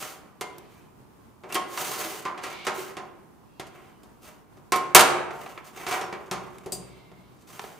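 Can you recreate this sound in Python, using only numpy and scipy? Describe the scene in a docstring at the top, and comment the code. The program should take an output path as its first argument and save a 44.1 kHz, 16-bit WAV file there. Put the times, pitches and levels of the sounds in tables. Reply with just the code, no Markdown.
"""Working a steel tray with pliers

A folded sheet-steel tray is worked on the steel bed of a machine: it scrapes round in short pushes,
clanks, and slaps down once, hard enough to overload the microphone. The bed's rail sings faintly, the
bed booms, and the pliers are laid aside with a clink. A hard-walled workshop with a low rush echoes."""
import sys
import numpy as np
from scipy import signal
from scipy.fft import rfft, irfft, next_fast_len
from scipy.io import wavfile
from scipy.ndimage import map_coordinates

SR = 44100
rng = np.random.default_rng(int(sys.argv[2]) if len(sys.argv) > 2 else 0)


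def generate_wav(sig):
    """Save sig (samples, or channels by samples) to the path in sys.argv[1] as 16-bit PCM at SR."""
    pcm = np.round(np.clip(np.atleast_2d(sig).T, -1, 1) * 32767).astype(np.int16)
    wavfile.write(sys.argv[1], SR, pcm)


N = 343539
TOP_HZ = 15500  # upper limit of the tray's tones and of the microphone


def amp(db):
    return 10 ** (np.asarray(db) / 20)


def rms(x):
    return np.sqrt(np.mean(x ** 2) + 1e-20)


def unit(x):
    return x / rms(x)


def fade(t, t60):
    """Die away by 60 dB in t60 seconds, the 'fade time'."""
    return np.exp(-np.minimum(float(np.log(1000)) * t / np.maximum(t60, 1e-3), 30))


def along(points, hz):
    """Read a curve of (frequency, value) points at hz, on a log scale."""
    point_hz, values = np.transpose(points)
    return np.interp(np.log(hz + 1), np.log(point_hz + 1), values)


def wobble(rate):
    """A smooth curve through rate random values a second."""
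    return map_coordinates(rng.standard_normal(int(N * rate / SR) + 4), [np.arange(N) * rate / SR])


def filtered(x, response):
    """Scale each frequency in x by response(hz)."""
    size = next_fast_len(N + SR // 2)
    return irfft(rfft(x, size) * response(np.fft.rfftfreq(size, 1 / SR)), size)[..., :N]


def passed(x, kind, hz, order=5):
    """Keep what lies below hz ("low") or above it ("high")."""
    return signal.sosfilt(signal.butter(order, hz, kind, fs=SR, output="sos"), x)


def three_bands(x, low_hz=600, high_hz=3000):
    """Split x into bass, middle and treble."""
    upper = passed(x, "high", low_hz)
    return passed(x, "low", low_hz), passed(upper, "low", high_hz), passed(upper, "high", high_hz)


def add(track, start, sound):
    """Mix a sound into the track at start seconds."""
    part = track[..., max(0, round(start * SR)):][..., :sound.shape[-1]]
    part += sound[..., :part.shape[-1]]


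def stereo(pair, side_db):
    """Left and right from a centre signal and a side signal that adds width."""
    return pair[0] + amp(side_db) * np.array([pair[1], -pair[1]])


def room_rush(level_db=-56):
    """The steady low rush of the workshop."""
    # colour of the noise: (frequency [Hz], level [dB])
    colour = [(22, -27.5), (58, -11), (85, -11.5), (130, -5.5), (400, -11.5), (550, -20), (1000, -15.5),
              (1800, -28.5), (4000, -37), (15500, -39)]
    rush = unit(filtered(rng.standard_normal((2, N)), lambda hz: amp(along(colour, hz))))
    return stereo(rush * amp(level_db + 1.2 * wobble(15)), side_db=-1.5)


def tray_modes(count=560):
    """The tray's natural tones (modes), one a row; its folds crowd them towards the low end."""
    # strongest modes: (pitch [Hz], level [dB], fade time [s])
    strong = [(354, -0.5, 0.69), (386.8, 6.5, 0.38), (470, -2, 0.28), (603.5, 0.5, 0.4), (731, 2.5, 0.3),
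              (773, 3, 0.42), (882, 2.5, 0.24), (1027, 1, 0.72), (1075, 4, 0.62), (1168, 1.5, 0.37),
              (1240, 1.5, 0.4), (1296, -1.5, 0.41), (2020, -8, 0.42), (2297, -1.5, 0.23), (2293, 0, 0.35),
              (3225, -3, 0.17), (4560, -4, .2), (6160, -3.5, 0.075), (6540, -4.5, 0.5), (9280, -4.5, 0.24)]
    # weaker modes between them: (pitch [Hz], level [dB])
    weak_levels = [(110, -20), (190, -13), (260, -17), (380, -12), (1100, -2), (1600, -4), (2300, -3.5),
                   (4200, -9.5), (7000, -9.5), (15500, -8.5)]
    # how long those ring: (pitch [Hz], fade time [s])
    weak_fades = [(150, 0.32), (1000, 0.5), (2500, 0.21), (6000, 0.2), (15000, 0.11)]
    weak_hz = 100 + ((np.arange(count) + rng.random(count)) / count) ** 1.3 * (TOP_HZ - 100)
    weak_t60 = along(weak_fades, weak_hz) * np.exp(0.13 * rng.standard_normal(count))
    weak = np.transpose([weak_hz, along(weak_levels, weak_hz), weak_t60])
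    hz, db, t60 = np.vstack([strong, weak]).T[:, :, None].astype(np.float32)
    t = np.arange(SR // 2, dtype=np.float32) / SR
    return amp(db) * fade(t, t60) * np.sin(2 * np.pi * hz * t)


def tray_rings(modes, count, spread_db=0.5):
    """The ring (centre and side) at count contact points: each mixes the modes differently."""
    draws = rng.standard_normal((count, 2, 2, len(modes)))
    weights = np.sign(draws[:, 0]) * amp(spread_db * draws[:, 1])
    return (weights.reshape(-1, len(modes)).astype(np.float32) @ modes).reshape(count, 2, -1)


def hand_pushes(slowing_db=9.5, stop_t60=0.26):
    """Each push gets going, slows and stops. Gives curves of ring gain, hiss gain and flatness."""
    # (start [s], length [s], rise time [s], ring [dB], hiss [dB], how flat the tray lies [0-1])
    pushes = [(-.03, 0.16, 0.018, -40.5, -38.5, 0.08), (0.66, 0.16, 0.085, -57.5, -61.5, 0),
              (1.481, 0.03, .04, -28.5, -39.5, 0.34), (1.635, 0.31, 0.17, -41, -40.5, 0.02),
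              (1.758, .44, 0.036, -35, -34.5, 0.03), (2.399, 0.18, .05, -39.5, -43.5, 0.57),
              (2.632, 0.032, 0.043, -31, -33, 0.55), (2.723, 0.19, 0.049, -42.5, -42.5, 0.13),
              (3.712, 0.2, 0.039, -54, -64.5, 0.1), (4.197, .11, .075, -48, -48.5, 0.1),
              (5.267, 0.29, 0.18, -44.5, -49, 0.21), (5.625, 0.1, 0.043, -51.5, -51.5, 0.2),
              (5.704, 0.35, .11, -41.5, -47, 0.12), (5.87, 0.11, 0.031, -29, -34, .7),
              (6.176, 0.84, 0.045, -56, -61.5, 0.44), (7.331, 0.14, 0.12, -62.5, -59.5, 0.6),
              (7.462, 0.41, 0.029, -51, -52, 0)]
    start, length, rise, ring_db, hiss_db, flatness = np.transpose(pushes)[:, :, None]
    t = np.arange(0, N / SR, 0.001)
    age = np.maximum(t - start, 0)
    starting = np.sin(np.pi / 2 * np.minimum(age / rise, 1)) ** 2
    slowing = amp(-slowing_db * np.minimum(age / length, 1) ** 2)
    speed = starting * slowing * fade(np.maximum(age - length, 0), stop_t60)
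    ring, hiss = (np.linalg.norm(amp(db) * speed, axis=0) for db in (ring_db, hiss_db))
    flat = np.clip((flatness * speed).sum(axis=0) / (speed.sum(axis=0) + 1e-20), 0, 1)
    return [np.interp(np.arange(N) / SR, t, curve) for curve in (ring, hiss, flat)]


def set_ringing(slips, ring):
    """Every slip starts its own copy of the ring."""
    return signal.oaconvolve(slips[None], ring / np.linalg.norm(ring[0]), axes=1)[:, :N]


def tray_scrape(modes, slips_per_s=600, contact_t60=0.17, grit_db=-4, sheen_db=4, level_db=-1):
    """Tiny slips of the sliding tray make it ring and hiss."""
    # steel rubbing on steel: (frequency [Hz], level [dB])
    hiss_colour = [(3000, -4.5), (4200, -2), (7000, -0.5), (11000, -4), (14000, -3), (16000, 0)]
    ring_gain, hiss_gain, flat = hand_pushes()
    judder = 0.34 + 1.46 * flat  # a flat tray slips more unevenly
    damping = fade(np.arange(modes.shape[1]) / SR, contact_t60)
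    body = sheen = grit = 0
    for ring in tray_rings(modes, count=3):
        sizes = np.exp(judder * np.clip(rng.standard_normal(N), -2, 2) - judder ** 2 * 0.89)
        slips = (rng.random(N) < slips_per_s / 3 / SR) * sizes * rng.choice([-1, 1], N)
        slips *= amp(0.92 * wobble(14))  # the weight shifts between the contact points
        bass, middle, treble = three_bands(ring * damping)
        body += set_ringing(slips * ring_gain * np.sqrt(SR / slips_per_s), amp(1) * bass + middle)
        sheen += set_ringing(slips, treble)
        grit += slips
    rub = unit(grit * rng.standard_normal((2, N))) * amp(grit_db) + rng.standard_normal((2, N))
    _, _, hiss = three_bands(unit(rub) + amp(sheen_db) * unit(sheen))
    hiss = unit(filtered(hiss, lambda hz: amp(along(hiss_colour, hz))))
    # lying flat, the tray hisses less sharply than on its edge
    hiss -= flat * filtered(hiss, lambda hz: along([(6000, 0.13), (13000, 0.82)], hz))
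    hiss *= hiss_gain * amp(0.43 * wobble(21))
    return amp(level_db) * stereo(body + hiss, side_db=-9)


def tray_clanks(modes, tick_db=7, buzz_db=-3, contact_hz=10600, level_db=-2.5):
    """The tray hits the bed or pliers: a sharp tick, a short buzz, and a ring that the hand damps."""
    # (time [s], level [dB], extra bass [dB], extra treble [dB], fade time the grip allows [s])
    blows = [(.026, -38.5, -14, -11, 0.082), (0.4105, -34, -0.5, -1, 0.25), (.583, -61, 9, 11.5, .05),
             (1.436, -46.5, 3.5, -12, 1.8), (1.524, -40, -2, 3.5, 0.79), (1.545, -40, 3, 10.5, 0.18),
             (1.5528, -26, -3, -4, 0.31), (1.775, -30.5, -18, -8, 0.19), (2.2524, -32, -4, -10, 6.5),
             (2.377, -38.5, -7, -10, 0.53), (2.4372, -35.5, -5, -4, 0.76), (2.668, -25, -4, -6, 0.47),
             (2.9686, -37, -0.5, -7, 1.2), (3.5967, -39, 1, -3, 0.21), (3.668, -55, -1, 0.5, 0.33),
             (4.033, -60, 3, 1, 0.26), (4.571, -60, 7, -5, 0.25), (4.721, -22, -5, -3.5, 0.75),
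             (4.759, -38, 4.5, 4.5, 0.2), (4.948, -7.5, -8.5, 2, 0.36), (4.9634, -13, -7, -1, 0.1),
             (4.9934, -14, -11, -2.5, 0.3), (5.008, -21.5, -6, 2, .1), (5.307, -40.5, 0, -11, 0.15),
             (5.462, -40.5, -9, -14, 0.077), (5.576, -38.5, -12, -14.5, 0.12), (5.8, -49, -8, -14, 0.08),
             (5.866, -30.5, -8.5, -6, 3.1), (5.925, -28, -14, -6, 1.9), (6.012, -34.5, -0.5, -6, 0.83),
             (6.1267, -36, 0.5, -10.5, 0.47), (6.3127, -31, -2, -2, 2), (6.584, -56, -1.5, 1.5, 0.035),
             (6.66, -49.5, 13.5, 0.5, 0.34), (6.722, -50.5, 13, 12, 0.6), (7.116, -56.5, 7, -9, 0.11),
             (7.594, -37, -8, -7, 0.048), (7.64, -44, 4, -11, 0.076)]
    out = np.zeros((2, N))
    t = np.arange(modes.shape[1]) / SR
    attack = slice(SR // 50)  # the first 20 ms
    contact = amp(buzz_db) * fade(t, t60=0.05) + amp(tick_db) * fade(t, t60=0.0015)
    for (start, db, bass_db, treble_db, grip_t60), ring in zip(blows, tray_rings(modes, len(blows))):
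        blow = ring / rms(ring[:, attack]) + contact * rng.standard_normal(ring.shape)
        blow *= fade(t, grip_t60)
        # a sharp edge or a heavy blow stiffens the contact, which makes it brighter
        cutoff_hz = min(contact_hz * 2 ** (treble_db / 11) * (1 + amp(db)), 0.45 * SR)
        bands = three_bands(passed(blow, "low", cutoff_hz, order=2))
        # a flat landing brings out the bass, an edge the treble
        gains = amp([db + bass_db, db, db + treble_db])
        add(out, start, sum(gain * band / rms(band[0, attack]) for gain, band in zip(gains, bands)))
    return amp(level_db) * stereo(out, side_db=-11.5)


def wall_echo(sound, level_db=-3, build_s=0.0013):
    """The echo builds up between the hard walls, then the treble dies first."""
    # how long the room rings: (frequency [Hz], fade time [s])
    fades = [(120, 1.3), (400, 1.11), (1200, 0.87), (2500, 0.69), (5000, 0.48), (9000, 0.44), (12500, 0.33),
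             (15500, 0.2)]
    # how wide it sounds: (frequency [Hz], side level [dB])
    sides = [(200, -1), (1500, -6.5), (8000, -1)]
    hz, t, noise = signal.stft(rng.standard_normal((2, SR * 5 // 4)), SR, nperseg=256)
    t60 = along(fades, hz)[:, None]
    colour = amp(along([(1500, 0.012), (10000, -4.5)], hz))[:, None]
    width = amp([np.zeros_like(hz), along(sides, hz)])[:, :, None]
    _, tail = signal.istft(noise * colour * width * fade(t, t60), SR, nperseg=256)
    tail *= 1 - np.exp(-(np.arange(tail.shape[1]) / SR / build_s) ** 2)
    tail *= amp(level_db) * np.sqrt(2 * np.log(1000) / SR)
    return stereo(signal.fftconvolve(sound.mean(axis=0)[None], tail, axes=1)[:, :N], side_db=0)


def short_tones():
    """Single wavering tones: the tray's ringing notes, dull thumps, clicks and a thin scraping squeal."""
    # (time [s], pitch [Hz], level [dB], fade time [s])
    tones = [(.411, 2107, -40, 0.44), (0.41, 998, -37, 0.35), (1.524, 2750, -14, 0.017),
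             (1.554, 1082, -24.5, 0.52), (1.554, 3170, -31.5, 0.15), (2.049, 335, -33, 0.17),
             (2.254, 1027, -26, 0.2), (2.253, 1179, -28.5, 0.33), (2.779, 367, -28.5, 0.2),
             (2.969, 1041, -38.5, 0.45), (3.597, 3550, -29, 0.029), (4.721, 1070, -15, 0.33),
             (4.721, 1278, -24, 0.24), (4.721, 2288, -27.5, 0.32), (4.949, 2256, -13.5, 0.22),
             (5.92, 748, -26, 0.36), (6.01, 5480, -45, 0.31), (6.662, 420, -28, 0.074)]
    out = np.zeros(N)
    t = np.arange(SR) / SR
    onset = 1 - fade(t, t60=0.03)
    for start, hz, db, t60 in tones:
        waver = 0.5 * map_coordinates(rng.standard_normal(40), [t * 30])
        add(out, start, amp(db) * np.cos(2 * np.pi * hz * t + waver) * fade(t, t60) * onset)
    return out


def rail_song(waver_db=3, pitch_drift=0.02, level_db=-5):
    """The bed creeps along its rail, which sings with wavering tones that swell and die away."""
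    # moves of the bed: (middle [s], length [s], level [dB], pitch [ratio], glide [octaves/s])
    rolls = [(0.683, 0.43, -61, 1.15, 0.038), (2.598, 0.42, -41.5, 1.03, -0.015),
             (3.747, 0.6, -64.5, 1.15, -.45), (7.029, 0.96, -59.5, 1, 0.16)]
    # tones of the rail: (base pitch [Hz], width [Hz], level [dB])
    tones = [(2080, 87, -0.5), (2230, 200, 2.5), (2720, 78, -1), (3390, 2600, 4)]
    t = np.arange(N) / SR
    swell = sum(amp(db) * np.exp(-2 * np.pi * ((t - mid) / span) ** 2) for mid, span, db, *_ in rolls)
    nearest_roll = np.abs(t[:, None] - np.transpose(rolls)[0]).argmin(axis=1)
    middle, _, _, ratio, glide = np.array(rolls)[nearest_roll].T
    bend = ratio * 2 ** (glide * (t - middle))
    song = 0
    for hz, width, db in tones:
        # slow noise, shifted up to the pitch, makes a rough tone
        slow = unit(filtered(rng.standard_normal((2, 2, N)), lambda f: 1 / (1 + (2 * f / width) ** 2)))
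        phase = 2 * np.pi * np.cumsum(hz * bend * (1 + pitch_drift * wobble(5))) / SR
        song += (slow[0] * np.cos(phase) + slow[1] * np.sin(phase)) * amp(db + waver_db * wobble(9))
    return stereo(unit(song) * swell * amp(level_db), side_db=-4)


def knocked(knocks, modes):
    """A solid body rings with the same few tones at every knock, at slightly new strengths."""
    out = np.zeros(N)
    t = np.arange(SR) / SR
    for start, knock_db in knocks:
        for hz, mode_db, t60 in modes:
            strength = amp(knock_db + mode_db + rng.normal(0, 0.63))
            add(out, start, strength * fade(t, t60) * np.sin(2 * np.pi * hz * t))
    return out


def bed_booms(level_db=-4):
    """The heavy machine bed booms dully when knocked."""
    # knocks on the bed: (time [s], level [dB])
    thuds = [(6.313, -41.5), (6.662, -50), (6.722, -40.5), (7.115, -50.5)]
    # its tones: (pitch [Hz], level [dB], fade time [s])
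    modes = [(63.7, -1.5, 0.49), (129.1, -1.5, 0.62), (176.4, 1.5, 0.54), (189.4, -1.5, 0.82),
             (212, -5.5, 0.087)]
    return knocked(thuds, modes) * amp(level_db)


def pliers_clink(chatter_db=1, chatter_t60=0.15, right_db=-6):
    """Solid steel jaws clink on the bed, a little to the left, and their loose joint chatters."""
    # the landing: (time [s], level [dB])
    clinks = [(6.7212, -27)]
    # tones of the jaws: (pitch [Hz], level [dB], fade time [s])
    modes = [(4600, -27, 0.52), (4830, -21.5, 0.57), (6100, -18, 0.17), (7000, -17.5, 0.23),
             (8300, -11, .14), (8930, -10, .14)]
    # colour of the chatter: (frequency [Hz], level [dB])
    joint = [(3000, -30), (4300, -19), (4700, 2.5), (5250, -14.5), (6500, -9.5), (8600, -0.5), (10000, -12),
             (15000, -16)]
    chatter = np.zeros((2, N))
    t = np.arange(SR // 2) / SR
    colour = amp(along(joint, np.fft.rfftfreq(len(t), 1 / SR)))
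    for start, db in clinks:
        buzz = unit(irfft(rfft(rng.standard_normal((2, len(t)))) * colour, len(t)))
        add(chatter, start, amp(db + chatter_db) * buzz * fade(t, chatter_t60))
    return (knocked(clinks, modes) + stereo(chatter, side_db=-7)) * amp([[0], [right_db]])


def scene():
    """The tray, pliers and machine sound into the workshop."""
    modes = tray_modes()
    steel = tray_clanks(modes) + tray_scrape(modes) + pliers_clink() + bed_booms() + rail_song()
    steel = passed(steel, "high", hz=88, order=2)  # these parts give off little deep bass
    tones = short_tones()
    echo = wall_echo(steel + 0.5 * tones)  # the short tones echo less than the rest
    return (steel + tones + echo + room_rush()) * amp([[-0.7], [0.6]])


def record(dry):
    """The microphone rounds off the loudest peaks and loses the very highest treble."""
    clipped = dry / (1 + np.abs(dry) ** 6) ** (1 / 6)
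    return filtered(clipped, lambda hz: 1 / np.sqrt(1 + (hz / TOP_HZ) ** 200))


dry = scene()
out = record(dry)
generate_wav(out)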